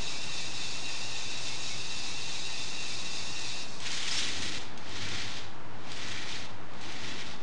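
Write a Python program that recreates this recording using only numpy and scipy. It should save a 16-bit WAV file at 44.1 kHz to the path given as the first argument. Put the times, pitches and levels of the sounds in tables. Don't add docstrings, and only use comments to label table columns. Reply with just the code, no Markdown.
import sys
import numpy as np
from scipy import signal
from scipy.fft import rfft, irfft
from scipy.io import wavfile
from scipy.ndimage import uniform_filter1d

SR = 44100
rng = np.random.default_rng(int(sys.argv[2]) if len(sys.argv) > 2 else 0)


def master(y):
    cut = np.clip(np.atleast_2d(y).T, -1, 1)
    pcm = np.round(cut * 32767)
    wavfile.write(sys.argv[1], SR, pcm.astype(np.int16))


N = 327222
TIME = np.arange(N) / SR
CREST_S = 3.635
FREE_HZ = 185

# heaviest moment in seconds, slowest motor speed in Hz.
PULLS = [(-.12, 177), (0.151, 176.5), (0.431, 178.5), (.72, 176.6), (.98, 178.7), (1.25, 178.2),
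         (1.52, 168.5), (1.72, 170.6), (2.11, 174.8), (2.389, 175.9), (2.658, 177.4), (2.939, 177.4),
         (3.211, 174.2), (3.51, 177.8), (3.78, 179.7)]


def undb(db):
    return 10 ** (np.asarray(db) / 20)


def unit(x):
    return x / np.sqrt(np.mean(x ** 2))


def swell(s, rise_s, fall_s):
    return np.exp(-((TIME - s) / np.where(TIME < s, rise_s, fall_s)) ** 2)


def walk(rate_hz):
    hold = max(int(SR / rate_hz), 2)
    steps = np.repeat(rng.standard_normal(N // hold + 1), hold)
    return unit(uniform_filter1d(uniform_filter1d(steps, hold), hold)[:N])


def below(x, hz):
    return signal.sosfiltfilt(signal.butter(4, min(hz, .45 * SR), fs=SR, output="sos"), x)


def colour(x, outline, size=8192):
    hz, db = np.transpose(outline)
    freqs = np.maximum(np.arange(size // 2 + 1) * SR / size, 1)
    low_cut = np.minimum(freqs / hz[0], 1)
    gain = low_cut * undb(np.interp(np.log(freqs), np.log(hz), db))
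    cepstrum = irfft(np.log(gain))
    cepstrum[1:size // 2] *= 2
    cepstrum[size // 2 + 1:] = 0
    response = irfft(np.exp(rfft(cepstrum)))
    return unit(signal.fftconvolve(x, response)[:N])


def ring(x, modes):
    t = TIME[:SR // 4]
    response = sum((-1) ** k * undb(db) * width * np.exp(-np.pi * width * t) * np.cos(2 * np.pi * hz * t)
                   for k, (hz, width, db) in enumerate(modes))
    return unit(signal.fftconvolve(x, response)[:N])


def ticks(per_s, spread_db):
    sizes = undb(spread_db * np.minimum(rng.exponential(size=N), 4))
    contacts = rng.random(N) < per_s / SR
    return unit(contacts * sizes * rng.choice([-1, 1], N))


def room(x, t60, wet_db):
    t = TIME[:SR // 2]
    tail = rng.standard_normal(len(t)) * undb(-60 * t / t60) * (t > .003)
    wet = signal.fftconvolve(x, tail / np.linalg.norm(tail))[:N]
    return (x + undb(wet_db) * wet) / np.hypot(1, undb(wet_db))


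def room_tone():
    # pitch in Hz, width in Hz, relative level in dB.
    hum_modes = [(94.3, 13, -0.5), (122.4, 15, -2), (161.4, 13, -2), (216.5, 13, -10)]
    # frequency in Hz, relative level in dB.
    hush_eq = [(25, -26), (45, -10), (70, -5.5), (96, -0.5), (120, -1.5), (150, -4.5), (330, -4),
               (540, -8.5), (870, -5), (1150, -8.5), (1600, -11), (3200, -20.5), (7000, -31.5),
               (10800, -53.5)]
    waver_db = .35 * walk(5)
    hum = below(ring(rng.standard_normal(N), hum_modes), 300)
    hush = colour(rng.standard_normal(N), hush_eq)
    return undb(waver_db - 46.5) * hush + undb(-57) * hum


def bend_loads():
    # centre and half length in seconds, then drive of sway, rumble and hollow ring in dB.
    bends = [(4.398, 0.23, -50.5, -46.5, -46.5), (5.117, 0.22, -47.5, -50.5, -42.5),
             (6.17, 0.19, -54, -54.5, -39.5), (7.08, 0.23, -52.5, -49.5, -43.5)]
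    return sum(undb(dbs)[:, None] * swell(s, half_s, half_s) for s, half_s, *dbs in bends)


def frame(tremble_db=-60.5):
    # frequency in Hz, relative level in dB.
    frame_eq = [(30, -20), (55, -5.5), (92, 6.5), (125, -6), (165, 2.5), (215, 4.5), (300, 4.5), (400, -2),
                (550, -10.5), (1000, -43)]
    sway, rumble, _ = np.hypot(bend_loads(), undb(tremble_db))
    shake = colour(ticks(2500, spread_db=4), frame_eq)
    deep = below(shake, 157)
    fade_in = np.interp(TIME - CREST_S, [.05, .3], [0, 1])
    return (undb(6) * sway * deep + rumble * (shake - deep)) * fade_in


def knocks(decay_s, gain_db):
    # start in seconds, relative level in dB.
    hits = [(3.8026, -29.5), (3.8723, -31.5), (3.917, -27), (4.03, -26), (4.4226, -26), (4.5473, -27.5),
            (4.7757, -33), (4.8943, -39), (5.0882, -28), (5.918, -29), (6.0846, -30), (6.7347, -41),
            (6.812, -37.5), (6.921, -35)]
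    # frequency in Hz, relative level in dB.
    crack_eq = [(1000, -20), (2500, 3), (4000, 4), (5500, -0.5), (6500, -0.5), (8500, -8), (10800, -40)]
    force = np.zeros(N)
    t = TIME[:SR // 20]
    for s, db in hits:
        start = int(s * SR)
        force[start:start + len(t)] += undb(db) * np.exp(-t / decay_s) * rng.standard_normal(len(t))
    cracks = colour(force, crack_eq) * force.std() * undb(gain_db)
    return room(cracks, t60=.41, wet_db=-2)


def squeaks():
    # centre in seconds, pitch in Hz, dry level in dB, half length in seconds.
    slips = [(4.116, 5060, -25.5, 0.0049), (4.178, 5490, -31, 0.013)]
    chirps = sum(undb(db) * swell(s, half_s, half_s) * np.cos(2 * np.pi * hz * TIME + 1.3 * walk(600))
                 for s, hz, db, half_s in slips)
    return room(chirps, t60=.2, wet_db=-2)


def motor_speed(recover_s=.08):
    points = [point for s, hz in PULLS
              for point in ((s - recover_s / 4, hz), (s + recover_s / 4, hz), (s + recover_s, FREE_HZ))]
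    return np.interp(TIME, *np.transpose(points))


def strain_db(rise_db=1.04, db_per_hz=.08, lead_s=.033):
    return sum((rise_db + db_per_hz * (FREE_HZ - hz)) * swell(s - lead_s, rise_s=.096, fall_s=.039)
               for s, hz in PULLS)


def gear_whine(shaft_phase, blur, orders=range(9, 44)):
    play = [blur * walk(70) for _ in range(7)]
    return unit(sum(np.cos(k * shaft_phase + rng.uniform(0, 2 * np.pi) + k / orders[0] * play[k % 7])
                    for k in orders))


def gear_tone(shaft_phase, order, blur):
    tone = 2 ** .5 * np.cos(order * shaft_phase + blur * walk(140))
    return tone * undb(3 * walk(22) - 1)


def clinks(low_hz, high_hz, decay_s, spread_db, count=1100):
    t = TIME[:SR // 10]
    envelope = np.exp(-t / decay_s) * np.minimum(t / .002, 1)
    taps = np.zeros(N + len(t))
    for when, pitch, force in rng.random((count, 3)):
        start = int(when * N)
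        hz = low_hz * (high_hz / low_hz) ** pitch
        taps[start:start + len(t)] += undb(spread_db * force) * envelope * np.sin(2 * np.pi * hz * t)
    return unit(taps[:N])


def chain(rattle, whine):
    # frequency in Hz, relative level in dB.
    chain_eq = [(800, -16.5), (1500, -25.5), (2100, -14), (2500, 2), (3000, -16), (3350, -4.5), (3900, 0),
                (5200, -0.5), (6700, -4.5), (8200, -12.5), (9500, -16.5), (10800, -38.5)]
    ticking = room(colour(rattle + undb(-10) * whine, chain_eq), t60=.12, wet_db=-8)
    return ticking + undb(-8.5) * clinks(low_hz=3710, high_hz=5720, decay_s=.0098, spread_db=7)


def lift(gain_db=-42, groan_half_s=.025):
    # pitch in Hz, width in Hz, relative level in dB.
    tower_modes = [(1825, 26, -1), (1996, 59, -5), (2400, 37, -18), (2560, 15, 5.5), (2701, 54, 3),
                   (3076, 62, -1.5), (3564, 34, 4), (3607, 18.6, 9.5), (3843, 31, 4.5), (3973, 57, 6),
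                   (4440, 110, -28), (4864, 51, 3.5), (5170, 90, -4), (5370, 29, -13), (5460, 32, -19),
                   (6410, 130, -6.5), (6670, 74, 1), (7610, 65, -19), (8000, 70, -7), (8200, 65, -14),
                   (9140, 58, -9)]
    speed_hz = motor_speed()
    shaft_phase = 2 * np.pi * np.cumsum(speed_hz * (1 + .00207 * walk(40))) / SR
    whine = gear_whine(shaft_phase, blur=.54)
    rattle = ticks(2600, spread_db=1.5)
    tower = ring(whine + undb(6.5) * rattle, tower_modes)
    links = chain(rattle, whine)
    pull = sum(swell(s, groan_half_s, groan_half_s) * (FREE_HZ - hz) / 11 for s, hz in PULLS[:-1])
    groan = np.sqrt(pull) * gear_tone(shaft_phase, order=13, blur=1)
    load = np.clip((FREE_HZ - speed_hz) / 8, 0, 1)
    song = gear_tone(shaft_phase, order=15, blur=.9) + undb(-7) * gear_tone(shaft_phase, order=14, blur=.9)
    gearbox = undb(-1.5) * tower + undb(-12) * (1 - load ** 2) * song + undb(-8.5) * groan
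    gear_fade = np.interp(TIME - CREST_S, [-.02, .04, .16], [1, .3, 0])
    chain_fade = np.interp(TIME - CREST_S, [.0015, -.036, .17, .31], [1, .56, .45, 0])
    return undb(gain_db + strain_db()) * (gear_fade * gearbox + chain_fade * undb(-.17) * links)


def rush(gather_db_per_s=103, fade_db_per_s=95, dulling_db_per_db=.16):
    # start, fastest moment and end of the rush in seconds,
    # then relative level, dip at both ends and relative treble in dB.
    swoops = [(3.87, 4.194, 4.562, -36.5, 4.5, -6), (4.93, 5.176, 5.382, -40.5, 2.5, -8),
              (5.93, 6.06, 6.412, -43, 2, -7.5), (6.841, 7.09, 7.34, -43, 4.5, -8)]
    powers, trebles = [], []
    for start, fastest, end, db, dip_db, treble_db in swoops:
        loss_db = (np.interp(TIME, [start, fastest, end], [dip_db, 0, dip_db])
                   + gather_db_per_s * np.maximum(start - TIME, 0)
                   + fade_db_per_s * np.maximum(TIME - end, 0))
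        powers.append(undb(db - loss_db) ** 2)
        trebles.append(treble_db - dulling_db_per_db * loss_db)
    total_power = np.sum(powers, axis=0) + 1e-18
    return 10 * np.log10(total_power), np.sum(np.multiply(powers, trebles), axis=0) / total_power


def wheels(level_db, treble_db):
    # frequency in Hz, relative level in dB.
    wheel_eq = [(500, -20.5), (1150, -10.5), (1500, -8.5), (1900, -4), (2600, -0.5), (3050, -1.5),
                (3550, -1), (4500, -1.5), (5300, -3.5), (6600, -5.5), (8000, -13.5), (9500, -20),
                (10800, -39.5)]
    # pitch in Hz, width in Hz, relative level in dB.
    track_modes = [(2674, 34, -1.5), (3190, 89, 0.5), (3560, 110, 2.5), (3900, 59, 1), (4050, 76, -3),
                   (5000, 130, -8), (5540, 65, -6), (6120, 52, -4)]
    speed = undb((level_db - level_db.max()) / 2)
    patter = ticks(1200 + 9000 * speed, spread_db=2.5) / np.sqrt(.2 + speed)
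    track = ring(ticks(4000, spread_db=.5), track_modes)
    roll = unit(room(colour(patter, wheel_eq) + undb(-6.5) * track, t60=.64, wet_db=-11))
    body = below(roll, 5200)
    air = roll - below(roll, 6300)
    sheen = roll - body - air
    bright = undb(treble_db + 6.5)
    return undb(level_db + 1) * (body + bright * sheen + bright ** 2.3 * air)


def loops(level_db):
    # pitch in Hz, width in Hz, relative level in dB.
    loop_modes = [(1380, 120, -3.5), (1920, 140, 1.5), (2090, 110, -1), (2340, 140, -0.5)]
    hollow = ring(ticks(4000, spread_db=3), loop_modes)
    hollow = below(hollow - below(hollow, 1000), 3000)
    _, _, bend_gain = bend_loads()
    return undb(-4) * np.hypot(bend_gain, undb(level_db - 9)) * hollow


def train():
    # centre in seconds, extra clatter in dB, half length in seconds.
    jolts = [(3.868, 4, .018), (3.93, 3, .025), (3.978, 1.5, 0.011), (4.036, 3.5, 0.01),
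             (4.087, 4.5, 0.011), (4.139, 4, .028), (4.197, 3, 0.03), (4.433, 2.5, 0.032), (5.02, 2, .03),
             (5.16, 1.5, 0.02), (6.05, 1.5, 0.032), (6.325, 3.5, 0.045)]
    level_db, treble_db = rush()
    level_db = level_db + sum(db * swell(s, half_s, half_s) for s, db, half_s in jolts)
    ride = wheels(level_db, treble_db) + loops(level_db)
    flutter = undb(1.1 * walk(70))
    fade_in = np.interp(TIME - CREST_S, [.12, .19], [0, 1])
    return ride * flutter * fade_in


def scene():
    return (lift() + train() + squeaks() + frame() + knocks(decay_s=.0028, gain_db=-2.5) + room_tone())[None]


def record(dry):
    top_hz, offset = 10900, -.0501
    return signal.sosfilt(signal.ellip(10, .2, 80, top_hz, fs=SR, output="sos"), dry) + offset


dry = scene()
out = record(dry)
master(out)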